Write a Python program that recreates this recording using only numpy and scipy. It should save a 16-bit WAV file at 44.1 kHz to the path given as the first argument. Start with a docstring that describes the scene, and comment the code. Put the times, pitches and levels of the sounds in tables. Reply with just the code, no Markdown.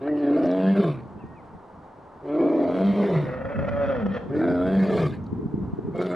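"""A lion's moan swells, breaks up, settles into a chesty bellow and sinks to a grunt: one roar.
It roars four times in a grassy enclosure, with a long hoarse groan after the second; the last is cut off.
Its breath flaps the vocal folds in its throat; the throat booms and the open mouth rasps and hisses.
A freshening breeze buffets each side of the microphone; a far bird whistles over a soft outdoor hush."""
import sys
import numpy as np
from scipy import signal
from scipy.fft import rfft, irfft, next_fast_len
from scipy.io import wavfile
from scipy.ndimage import uniform_filter1d

SR = 44100
rng = np.random.default_rng(int(sys.argv[2]) if len(sys.argv) > 2 else 0)


def dump(signal):
    """Clip the signal to [-1, 1] and save it as 16-bit WAV at the path in sys.argv[1]."""
    limited = np.clip(np.atleast_2d(signal).T, -1, 1)
    pcm = np.round(limited * 32767).astype(np.int16)
    wavfile.write(sys.argv[1], SR, pcm)


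N = 271215
TIME = np.arange(N) / SR

# The stages of a roar, from first moan to silence. A resonance is a pitch that a hollow space boosts.
# (uneven pulsing [0-1], low throat resonance [Hz], mouth resonance [Hz], upper throat [dB], nose [Hz])
ROAR_STAGES = [(0, 370, 860, 14, 3800), (0, 340, 1600, -0.5, 2700), (0.03, 315, 1400, -7, 2300),
               (0.38, 306, 1500, -4, 5700), (0.64, 255, 1480, 7.5, 3400), (0.34, 430, 1700, 10, 3150),
               (0.08, 400, 1170, -4, 3400), (0.3, 380, 1100, -4, 3700), (0.98, 250, 1200, -10.5, 3600),
               (1, 670, 2700, 1.5, 4900)]
# One list a roar, one row a stage: (time [s], pitch [Hz], roughness [0-1], mouth brightness [dB])
ROAR_COURSES = [
    [(0, 129.5, 0.11, 12), (.09, 150.5, 0.17, -5.5), (.31, 140.6, 0.31, -11), (.41, 169.7, 1.03, -10),
     (.54, 182.7, 0.5, -5.5), (.71, 195.2, 0.18, 1), (.81, 200.2, 0.58, 9.5), (.885, 152.8, 0.45, 10),
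     (.95, 132.2, 0.43, 5.5), (1.1, 116.3, 1, -4)],
    [(2.21, 137, 0.74, -20), (2.31, 145.5, 0, 2.5), (2.41, 164.1, 0.83, 5.5), (2.56, 166.3, 0.51, -3.5),
     (2.73, 179.1, 0.84, -3.5), (2.88, 198.3, 0.22, -11.5), (3.07, 201.4, 0.59, -0.5),
     (3.17, 152.7, 0.52, -3.5), (3.27, 138.6, 0.63, -16), (3.38, 127, 0.83, 4)],
    [(4.28, 135, 0.45, 2), (4.325, 142.9, 0.12, 8.5), (4.375, 152, 0.63, -0.5), (4.45, 173.1, 0.6, 3),
     (4.6, 178.7, 0.36, 18), (4.79, 195.2, 0.4, -5), (4.95, 191.8, 0.67, -8.5), (5.055, 150.6, 0.52, 4),
     (5.1, 142.7, 0.53, -5.5), (5.22, 138.6, 0.16, -4)],
    [(5.92, 166, 0.4, -12), (5.96, 172.5, 0.53, 3), (5.99, 178, 0.53, -7), (6.02, 178.9, 0.65, 1),
     (6.2, 179.6, 0.4, 7)],
]
# Loudness, one list a roar: (time [s], chest [dB], throat [dB], rasp [dB], hiss [dB])
ROAR_LEVELS = [
    [(0.0, -44, -41, -55, -66.5), (0.014, -46.5, -35, -56, -63), (0.082, -53, -24, -41, -64),
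     (0.128, -40.5, -23, -53.5, -68.5), (0.18, -49, -25.5, -50.5, -60), (0.306, -44.5, -18.5, -44, -62),
     (0.584, -31.5, -23, -42.5, -55.5), (0.682, -18, -27, -40, -50), (0.734, -19, -33.5, -45.5, -53),
     (0.748, -32, -30.5, -42.5, -54), (0.8, -13.5, -20, -39, -51), (0.82, -27.5, -26, -42, -50),
     (0.888, -21.5, -26, -38.5, -53), (0.926, -29, -37, -49, -52.5), (0.992, -42, -41.5, -52, -67),
     (1.06, -44.5, -61, -78, -81)],
    [(2.21, -51.5, -49, -69, -84.5), (2.242, -49.5, -39.5, -62.5, -81.5), (2.29, -47, -28.5, -46.5, -62.5),
     (2.394, -42.5, -20, -41.5, -66.5), (2.622, -45, -21, -45, -63.5), (2.764, -34.5, -25.5, -42, -53),
     (2.834, -23.5, -25, -44.5, -54), (2.85, -18.5, -30, -42, -46.5), (2.91, -16.5, -32.5, -43, -51.5),
     (2.946, -27.5, -31, -45.5, -52.5), (3.008, -21, -25.5, -39.5, -54.5), (3.108, -29, -24, -43, -54),
     (3.136, -23.5, -25.5, -40, -52), (3.16, -21, -26.5, -34.5, -56), (3.198, -20, -28.5, -43, -54.5),
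     (3.3, -38.5, -39.5, -46, -63), (3.37, -50.5, -45, -54, -78)],
    [(4.29, -36, -52, -45, -77.5), (4.306, -34.5, -31.5, -52.5, -73), (4.362, -47, -23, -43, -63.5),
     (4.616, -36, -22, -38, -54.5), (4.768, -20.5, -30.5, -45, -53), (4.812, -17, -32, -40, -56),
     (4.882, -24, -26.5, -42.5, -53.5), (4.936, -23.5, -22, -37, -50), (4.964, -31, -22.5, -47, -49),
     (4.982, -25, -28, -35.5, -47), (5.022, -22.5, -24.5, -40, -48.5), (5.068, -20, -28, -35, -50),
     (5.088, -41, -36, -50, -52), (5.116, -28, -42, -49, -59), (5.138, -46, -49, -50.5, -52.5),
     (5.2, -37, -57, -70, -79)],
    [(5.93, -39, -52, -67, -95), (5.942, -46, -52, -55, -80), (5.948, -38, -33, -54, -80),
     (5.96, -40, -31, -44, -59), (5.974, -48, -33.5, -49, -63), (6.002, -22.5, -22.5, -37, -61),
     (6.01, -34, -27, -36, -54), (6.02, -44, -24.5, -38, -50), (6.04, -28, -29.5, -42.5, -55),
     (6.07, -33, -29.5, -42, -59), (6.095, -39, -31.5, -53, -52.5), (6.118, -30, -27, -36.5, -58),
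     (6.14, -37, -29, -40, -58)],
]
# How each roar differs: (low throat shift [Hz], mouth shift [Hz], second throat resonance [dB],
# mouth resonance [dB], snarl [gain], treble let past the lips [dB], echo [dB])
ROAR_TRAITS = [(-13, 18.5, -11, 7, 1.3, 0.5, -44.5), (7.5, -200, -7.5, -6, 0.087, -8, -12.5),
               (10, -27.5, -12.5, 16, 1.4, 5.5, -35), (84, -165, -4.5, 13.5, 5.1, -2, -35)]
# The folds catch and the chest tone dips; a negative dip lifts it: (time [s], dip [dB])
CATCHES = [(.75, -5), (.83, 14), (2.95, 16.5), (3.09, 8.5), (4.866, 11), (4.966, 8)]
# The folds clap shut and the roar rattles: (start [s], end [s], share of the rasp [0-1])
RATTLES = [(.45, 0.723, 0.6), (2.689, 2.879, 0.21), (4.409, 4.767, 0.71), (5.979, 6.247, 0.2)]
# A narrow mouth resonance arches over the first moan: (time [s], frequency [Hz], level [dB])
OVERTONE = [(0, 1520, 17), (.06, 1700, 22), (.12, 1960, 32), (.18, 1840, 11), (.32, 1576, 9.5),
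            (.45, 1616, -27)]
# Tone colours of the throat, the mouth's rasp and the hiss: (frequency [Hz], level [dB])
THROAT_COLOUR = [(150, -45), (215, -14), (260, 0), (450, -1), (600, -2), (690, -3), (770, -17), (950, -21),
                 (1150, -40)]
RASP_COLOUR = [(650, -26), (850, -1), (1100, 4), (1500, -1.5), (1850, -3), (2350, -6.5), (2550, -19.5),
               (2900, -21)]
HISS_COLOUR = [(2650, 0), (2900, -3), (3150, -3.5), (4000, -4.5), (4800, -10), (5500, -14), (6300, -19),
               (7500, -18.5), (10000, -17.5), (12000, -23), (14000, -32)]


def roar(course, levels, traits):
    """The long throat booms below 750 Hz; the open mouth adds a rasp and a hiss."""
    first_shift, mouth_shift, second_db, mouth_db, snarl, lips_db = traits
    t = np.arange(max(course[0][0], 0), course[-1][0], 1 / SR)
    age = t - t[0]
    rows = [(*point, *stage) for point, stage in zip(course, ROAR_STAGES)]
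    hz, rough, bright_db, doubling, first_hz, mouth_hz, upper_db, nose_hz = curves(rows, t)
    chest_db, throat_db, rasp_db, hiss_db = curves(levels, t)
    overtone_hz, overtone_db = curves(OVERTONE, t)
    push_db = 0.78 * wander(len(t), rate_hz=29)  # the lungs push unevenly
    chest_db -= sum(dip * bump(t, s, width=0.013) for s, dip in CATCHES)
    rattle = sum(share * plateau(t, on, off, rise_s=0.029, fall_s=0.029) for on, off, share in RATTLES)
    rough = np.clip(rough, 0, 1) * (1 - rattle / 2)  # rattling folds keep steadier time
    tone, buzz, puffs, claps = folds(hz, rough, doubling, jitter=.04, slap_db=1.0)

    chest = tone * amp(5.9 * rough * wander(len(t), 32))
    chest += rough * 0.13 * unit(colour(puffs, [(110, -26), (170, 21), (240, -3.5)]))

    second_hz = 590 + 0.99 * (hz - 140)  # the voice box and jaw tighten together
    opening = amp(upper_db) * (1 - np.exp(-age / 0.18))  # the jaw takes a moment to drop
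    upper = 0.34 * buzz + amp(second_db) * resonate(buzz, second_hz, 93)
    throat = colour(resonate(buzz, first_hz + first_shift, 51) + opening * upper, THROAT_COLOUR)

    # the mouth opens, then the voice box is drawn down and the throat lengthens
    tuning = np.interp(age, [0, .2, .45, 1], [.98, 1.04, 1.02, .9]) * (1 + .014 * wander(len(t), 6))
    breath = cavities(buzz + (0.18 + 3 * rough) * puffs, tuning, ring_s=.003)
    breath *= amp(1.5 * rough * wander(len(t), 32))
    clatter = cavities(claps, tuning, ring_s=0.00115)
    airy = np.sqrt(1 - rattle) * unit(breath) + np.sqrt(rattle) * unit(clatter)

    jaw = 1 + .03 * wander(len(t), 7)  # the mouth resonance glides as the jaw works
    mouth = amp(mouth_db + bright_db) * resonate(airy, (mouth_hz + mouth_shift) * jaw, 80)
    overtone = amp(overtone_db) * resonate(airy, overtone_hz, 70)
    teeth = snarl * resonate(airy, hz=2147, width_hz=81)
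    lips = [(f, db + lips_db * np.interp(f, [1500, 2200], [0, 1])) for f, db in RASP_COLOUR]
    rasp = colour(airy + overtone + mouth + teeth, lips)
    hiss = colour(airy + amp(1.5) * resonate(airy, nose_hz, 220), HISS_COLOUR)
    voice = (amp(chest_db) * steady(chest) + amp(throat_db) * steady(throat, size=900)
             + amp(rasp_db) * steady(rasp) + amp(hiss_db) * steady(hiss))
    return t[0], voice * amp(push_db) * signal.windows.tukey(len(t), .04)


# Soft flesh shuts without a click: (frequency [Hz], level [dB])
CLAP_COLOUR = [(60, 3), (2200, -4), (3000, -11.5)]


def folds(hz, rough, doubling, jitter, slap_db):
    """Flapping vocal folds make a plain tone, a buzz, puffs of air and a clap every second flap."""
    count = len(hz)
    turns = np.cumsum(hz * (1 + jitter * (0.14 + rough) * wander(count, 90))) / SR
    # thick folds close in a rolling wave, which spreads each pulse out
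    lag = .12 * np.arange(48) ** 2 + .9 * rng.standard_normal(48)
    # doubling: strong and weak pulses take turns, adding tones halfway between the usual overtones
    pulses = sum((3.6 * doubling if k % 2 else 1) * np.cos(np.pi * k * turns - lag[k])
                 for k in range(2, len(lag)))
    weak = np.floor(turns) % 2
    airflow = (0.34 + np.exp(-(turns % 1) / 0.5)) * (1 - 0.5 * doubling * weak)
    puffs = unit(airflow * amp(slap_db * wander(count, 33)) * rng.standard_normal(count))
    buzz = (1 - rough) * unit(pulses) * amp(6 * rough * wander(count, 70)) + 1.4 * rough * puffs
    pairs = turns / 2 - .15
    shut = np.diff(np.floor(pairs), prepend=np.floor(pairs[0]))
    clap_air = .16 + np.exp(-(pairs % 1) / 0.34)  # a steady leak, plus a puff after each clap
    claps = unit(colour(shut, CLAP_COLOUR)) + unit(clap_air * rng.standard_normal(count))
    claps *= amp(1.8 * wander(count, 60))
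    return np.sqrt(2) * np.cos(2 * np.pi * turns), buzz, puffs, claps


# High resonances of the mouth and nose: (frequency [Hz], width [Hz], level [dB])
CAVITIES = [(1740, 160, -6.5), (2199, 23, 5), (3290, 110, 3), (3700, 260, -7), (4440, 280, 2),
            (4820, 110, 3), (7660, 200, -2.5)]


def cavities(x, tuning, ring_s, count=28):
    """Echoes off the quivering throat walls smear each pulse; tuning above 1 raises the resonances."""
    at, smeared = np.arange(len(x)), np.zeros(len(x))
    for distance, sign, speed, phase in rng.random((count, 4)):
        delay = 3 * ring_s * distance
        quiver = 1 + .035 * np.sin(2 * np.pi * ((2 + 6 * speed) * at / SR + phase))
        echo = np.interp(at - delay / tuning * quiver * SR, at, x)
        smeared += np.sign(sign - .5) * np.exp(-delay / ring_s) * echo
    x = 0.54 * unit(x) + unit(smeared)
    return 1.4 * x + sum(amp(db) * resonate(x, hz * tuning, width) for hz, width, db in CAVITIES)


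# The groan's tune: (time [s], pitch [Hz])
GROAN_PITCH = [(3.22, 263.5), (3.328, 249), (3.518, 281.2), (3.576, 274), (3.786, 285), (3.934, 268.7),
               (3.99, 231.4), (4.04, 205.4), (4.1, 189.2), (4.15, 248.2), (4.28, 195)]
# Its loudness: (time [s], throat [dB], rasp [dB])
GROAN_LEVELS = [(3.22, -29.5, -42), (3.28, -34, -46.5), (3.334, -33, -44.5), (3.38, -35.5, -46),
                (3.518, -32.5, -43.5), (3.574, -40.5, -44.5), (3.59, -30.5, -39.5), (3.644, -28.5, -46),
                (3.69, -32.5, -38), (3.71, -33, -44), (3.85, -22.5, -40.5), (3.866, -36, -40.5),
                (3.898, -25, -37.5), (4.05, -35.5, -49), (4.074, -36, -46), (4.106, -46, -49),
                (4.164, -28.5, -36), (4.196, -42, -60.5), (4.27, -46.5, -56)]
# Tone colours of its throat, rasp and hiss: (frequency [Hz], level [dB])
GROAN_THROAT = [(300, -38.5), (400, -10), (500, -0.5), (590, 0), (700, -4.5), (850, -10), (1100, -12.5)]
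GROAN_RASP = [(950, -14), (1100, -2), (1300, 12), (1450, 8.5), (1600, 1.5), (1760, 14.5), (2050, 1),
              (2280, -3.5), (2600, 4.5), (2720, -2.5), (2850, -19)]
GROAN_HISS = [(2900, -8.5), (3250, 6.5), (3700, -13.5), (4500, -19), (5500, -14.5), (6800, -24.5),
              (8000, -54.5), (12000, -68.5)]


def groan():
    """A higher, strained voice: the throat rings at twice the pitch of the folds."""
    t = np.arange(3.22, 4.28, 1 / SR)
    hz = curves(GROAN_PITCH, t)[0]
    throat_db, rasp_db = curves(GROAN_LEVELS, t)
    clearing = bump(t, at=3.88, width=0.14)  # the voice clears at its height
    rough = .55 - .28 * clearing
    boom_db = 27.5 * bump(hz, at=189, width=45)  # the chest booms as the pitch sinks to its resonance
    chest_db = throat_db - 13.5 + boom_db * np.interp(t, [4.09, 4.13], [1, 0])  # no boom in the last gasp
    hiss_db = rasp_db - 35.5 + 24.5 * (t - t[0])  # more hiss as the air runs out
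    tone, buzz, puffs, _ = folds(hz, rough, doubling=0.31, jitter=0.045, slap_db=6.5)
    chest = tone + rough * 0.37 * unit(colour(puffs, [(170, -9), (235, 2), (320, -8)]))
    throat = colour(0.28 * buzz + 0.13 * puffs + resonate(buzz, 2 * hz, 68), GROAN_THROAT)
    throb_hz = 31 * (1 + .35 * wander(len(t), 15))  # slack flesh flaps slowly
    throb = np.sin(2 * np.pi * np.cumsum(throb_hz) / SR)
    flutter = amp(wander(len(t), 40) + (.75 + clearing / 4) * throb)  # the folds catch and let go
    tuning = (hz / 280) ** .3 * (1 + .015 * wander(len(t), 8))
    airy = cavities(buzz + 0.78 * puffs, tuning, ring_s=.0034) * flutter
    mouth = amp(-2) * clearing * resonate(airy, 1360 * tuning, 350)  # it opens as the voice clears
    rasp = colour(airy + mouth, GROAN_RASP)
    voice = (amp(chest_db) * steady(chest) + amp(throat_db) * steady(throat * np.sqrt(flutter))
             + amp(rasp_db) * steady(rasp) + amp(hiss_db) * steady(colour(airy, GROAN_HISS)))
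    return t[0], voice * signal.windows.tukey(len(t), .12)


# Single hard slaps of the folds: (time [s], level [dB])
SLAPS = [(.074, -25.5), (.752, -29), (.841, -26.5), (4.414, -22.5), (4.437, -22.5), (4.481, -22.5),
         (4.514, -27.5), (4.977, -23)]
# The tones that ring after a slap: (frequency [Hz], level against the slap [dB], time to fade 60 dB [s])
SLAP_TONES = [(665, 6.5, 0.028), (1333, -10, 0.063), (1550, -7.5, 0.051), (1694, -16.5, 0.03),
              (2300, -19, 0.054), (3840, -24.5, 0.03)]


def slaps():
    """Where the voice breaks, single slaps of the folds set the throat and mouth ringing."""
    out, t = np.zeros(N), TIME[:SR // 12]
    soft_start = 1 - bump(t, 0, width=0.0013)
    for s, slap_db in SLAPS:
        for hz, db, fade_s in SLAP_TONES:
            tone = np.sin(2 * np.pi * (hz * rng.uniform(0.99, 1.02) * t + rng.random()))
            add(out, s, amp(slap_db + db - 60 * t / fade_s) * tone * soft_start)
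    return out


# Wet crackles in the mouth: (time [s], half length [s], frequency [Hz], level [dB])
SPITS = [(0.436, .008, 5000, -59.5), (.458, 0.0027, 5260, -54), (0.467, .008, 5460, -63),
         (0.514, 0.0045, 5100, -56.5), (5.243, 0.0027, 6000, -68), (5.267, 0.0037, 4060, -61.5),
         (5.982, .004, 7260, -61), (6.022, .003, 7100, -58), (6.066, 0.0073, 3370, -48),
         (6.119, 0.019, 7400, -64)]


def spits():
    """Air tears through saliva in short, fizzy bursts."""
    out, t = np.zeros(N), np.arange(-.03, .03, 1 / SR)
    for s, half, hz, db in SPITS:
        fizz = resonate(rng.standard_normal(len(t)), hz, width_hz=1000)
        fizz = resonate(fizz, hz, width_hz=2000)
        add(out, s + t[0], amp(db) * unit(fizz) * bump(t, 0, half))
    return out


# Gusts on the microphone: (time [s], half length [s], level [dB], share of flutter [0-1, capped at 1])
GUSTS = [(0.449, 0.019, -32.5, 0.1), (1.003, 0.39, -43, 0.6), (1.244, 0.02, -42, 0),
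         (1.548, 0.023, -43.5, 0.5), (3.741, 0.31, -31.5, 0.07), (4.51, 0.24, -30.5, 1.2),
         (5.01, 0.16, -33, 0.95), (5.512, 0.25, -34, 1.11), (5.9, 0.14, -34.5, 1.23)]
# Tone colours of the wind's low rumble and higher flutter: (frequency [Hz], level [dB])
RUMBLE_COLOUR = [(20, -30), (50, -10), (90, 1), (140, -4.5), (220, 1), (400, -28.5), (600, -47)]
FLUTTER_COLOUR = [(30, -31), (80, -11.5), (150, 5), (300, -0.5), (440, -1.5), (520, -25.5), (800, -42)]


def wind():
    """A breeze rumbles on the microphone, rises and drops; swirls of air hit each side differently."""
    fresh = plateau(TIME, on=2.9, off=5.904, rise_s=1, fall_s=0.1)
    breeze_db = -55 + 15 * fresh
    breeze = air(RUMBLE_COLOUR, spread=0.11) * amp(breeze_db + 4.2 * wander(N, 6.3))
    rumble = fresh * amp(breeze_db - 7.5)  # small swirls between the gusts
    flutter = np.zeros(N)
    for s, half, db, share in GUSTS:
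        gust, share = amp(db) * bump(TIME, s, half), min(share, 1)
        rumble += np.sqrt(1 - share) * gust
        flutter += np.sqrt(share) * gust
    gusts = rumble * air(RUMBLE_COLOUR, spread=1.0) + flutter * air(FLUTTER_COLOUR, spread=0.45)
    gusts *= amp(2.5 * wander(N, 16))
    return breeze + gusts + colour(thumps(), FLUTTER_COLOUR)


# Single knocks of wind: (time [s], level before filtering [dB])
THUMPS = [(1.241, -31), (5.125, -25.5), (5.331, -15.5), (5.398, -16.5), (5.462, -16), (5.543, -13.5),
          (5.58, -19.5), (5.619, -25.5), (5.737, -16.5), (5.791, -14.5), (5.852, -21), (5.888, -15)]


def thumps():
    """The strongest swirls hit the microphone as low thumps, out of step on its two sides."""
    out, t = np.zeros((2, N)), np.arange(-.02, .02, 1 / SR)
    for s, db in THUMPS:
        phase = 2 * np.pi * (rng.uniform(160, 430) * t + rng.random())
        for side in out:
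            tone = np.sin(phase + 1.1 * rng.standard_normal())
            add(side, s + t[0], amp(db) * tone * bump(t, 0, width=0.0021))
    return out


# One list a whistle: (time [s], pitch [Hz], level [dB])
WHISTLES = [
    [(1.16, 2400, -85), (1.21, 2730, -59), (1.25, 2150, -67)],
    [(1.18, 1760, -66), (1.3, 1880, -60), (1.38, 1800, -62)],
    [(1.34, 2750, -72), (1.38, 2400, -58), (1.42, 1820, -61)],
]


def bird():
    """A far bird whistles pure, gliding tones with a slight waver."""
    out = np.zeros(N)
    for rows in WHISTLES:
        t = np.arange(rows[0][0], rows[-1][0], 1 / SR)
        hz, db = curves(rows, t)
        turns = np.cumsum(hz * (1 + 0.0073 * wander(len(t), 80))) / SR
        add(out, t[0], amp(db) * np.sin(2 * np.pi * turns) * signal.windows.tukey(len(t), .3))
    return out


# How long the echoes last: (frequency [Hz], time to fade 60 dB [s])
ECHO_FADES = [(100, 0.95), (500, 0.76), (2000, 0.42), (8000, 1)]


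def echoes(x):
    """Sound bounces faintly off the bank and fences, each frequency fading at its own speed."""
    per_s, first_s = 2000, .012
    bounces = rng.standard_normal((2, SR)) * (rng.random((2, SR)) < per_s / SR) * (TIME[:SR] > first_s)
    hz, t, bands = signal.stft(bounces + 0.28 * bounces[::-1], SR, nperseg=256)
    fade = amp(-60 * t / read(ECHO_FADES, hz)[:, None])
    tail = signal.istft(bands * fade, SR, nperseg=256)[1]
    return signal.fftconvolve(x[None], tail / np.linalg.norm(tail[0]), axes=1)[:, :N]


# Tone colour of the outdoor background: (frequency [Hz], level [dB])
HUSH_COLOUR = [(25, -4.5), (60, -5.5), (200, -3.5), (400, 0), (600, -2), (900, 1), (1300, -8), (1800, -18),
               (2500, -28.5), (4000, -34.5), (6000, -40), (10000, -45.5), (12000, -55.5), (14000, -63)]


def hush():
    """A soft, low outdoor noise whose level wavers slightly."""
    noise = out_of_step(air(HUSH_COLOUR, spread=0.3), radians=-0.16)
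    return amp(-47.5) * noise * amp(.5 * wander(N, 12))


def air(points, spread):
    """Filtered noise, partly different on the left and right."""
    mid, side = colour(rng.standard_normal((2, N)), points)
    return unit(np.array([mid + spread * side, mid - spread * side]))


def out_of_step(pair, radians):
    """Sound from one side reaches left and right out of step; a positive angle puts the left ahead."""
    return (signal.hilbert(pair) * np.exp(1j * radians * np.array([[1], [-1]]))).real


def colour(x, points):
    """Filters by (frequency [Hz], level [dB]) points, falling away beyond both ends."""
    size = next_fast_len(x.shape[-1] + 4096)
    hz = np.fft.rfftfreq(size, 1 / SR)
    low_cut = 1 + (.8 * points[0][0] / (hz + 1)) ** 8
    high_cut = 1 + (.8 * hz / points[-1][0]) ** 8
    gain = amp(read(points, hz)) / np.sqrt(low_cut * high_cut)
    return irfft(rfft(x, size) * gain, size)[..., :x.shape[-1]]


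def resonate(x, hz, width_hz):
    """Keeps the sound near hz, which may glide, as a ringing hollow does."""
    turn = np.exp(2j * np.pi * np.cumsum(hz * np.ones(len(x))) / SR)
    decay = np.exp(-np.pi * width_hz / SR)
    return 2 * (turn * signal.lfilter([1 - decay], [1, -decay], x / turn + 1e-18)).real


def wander(count, rate_hz):
    """A smooth random wobble of size about one, mostly slower than rate_hz."""
    hz = np.fft.rfftfreq(count, 1 / SR)
    return unit(irfft(rfft(rng.standard_normal(count)) / (1 + (hz / rate_hz) ** 4), count))


def steady(x, size=1500):
    """Evens out the loudness, so that a level curve can set it."""
    return x / np.sqrt(abs(uniform_filter1d(uniform_filter1d(x ** 2, size), size)) + 1e-20)


def unit(x):
    """Scales a sound to an average power of one."""
    return x / np.sqrt(np.mean(x ** 2) + 1e-20)


def amp(db):
    """Turns decibels into a gain."""
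    return 10 ** (np.asarray(db) / 20)


def read(points, hz):
    """Looks up a table's value at any frequency."""
    f, value = np.transpose(points)
    return np.interp(np.log(hz + 1), np.log(f + 1), value)


def curves(rows, t):
    """Joins timed rows into one curve for each value column."""
    s, *columns = np.transpose(rows)
    return [np.interp(t, s, c) for c in columns]


def bump(t, at, width):
    """A smooth hump of height one."""
    return np.exp(-((t - at) / width) ** 2)


def plateau(t, on, off, rise_s, fall_s):
    """Rises smoothly towards one, then falls back."""
    return (np.tanh((t - on) / rise_s) - np.tanh((t - off) / fall_s)) / 2


def add(mix, s, sound):
    """Mixes a sound in, starting at s seconds."""
    part = mix[max(round(s * SR), 0):][:len(sound)]
    part += sound[:len(part)]


def scene():
    """Lion and bird near the middle, with their echoes, the outdoor hush and the wind."""
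    roars, to_echo = slaps() + spits(), np.zeros(N)
    for course, levels, (*traits, echo_db) in zip(ROAR_COURSES, ROAR_LEVELS, ROAR_TRAITS):
        start, voice = roar(course, levels, traits)
        add(roars, start, voice)
        add(to_echo, start, amp(echo_db) * voice)
    bird_and_groan = bird()
    add(bird_and_groan, *groan())
    to_echo += amp(-6) * bird_and_groan
    direct = roars + out_of_step(np.array([bird_and_groan] * 2), radians=0.32)
    return direct + echoes(to_echo) + hush() + wind()


def record(dry):
    """Cuts the treble above 14 kHz."""
    low_pass = signal.firwin(511, 14000, window=("kaiser", 9), fs=SR)
    return signal.oaconvolve(dry, low_pass[None], "same")


dry = scene()
out = record(dry)
dump(out)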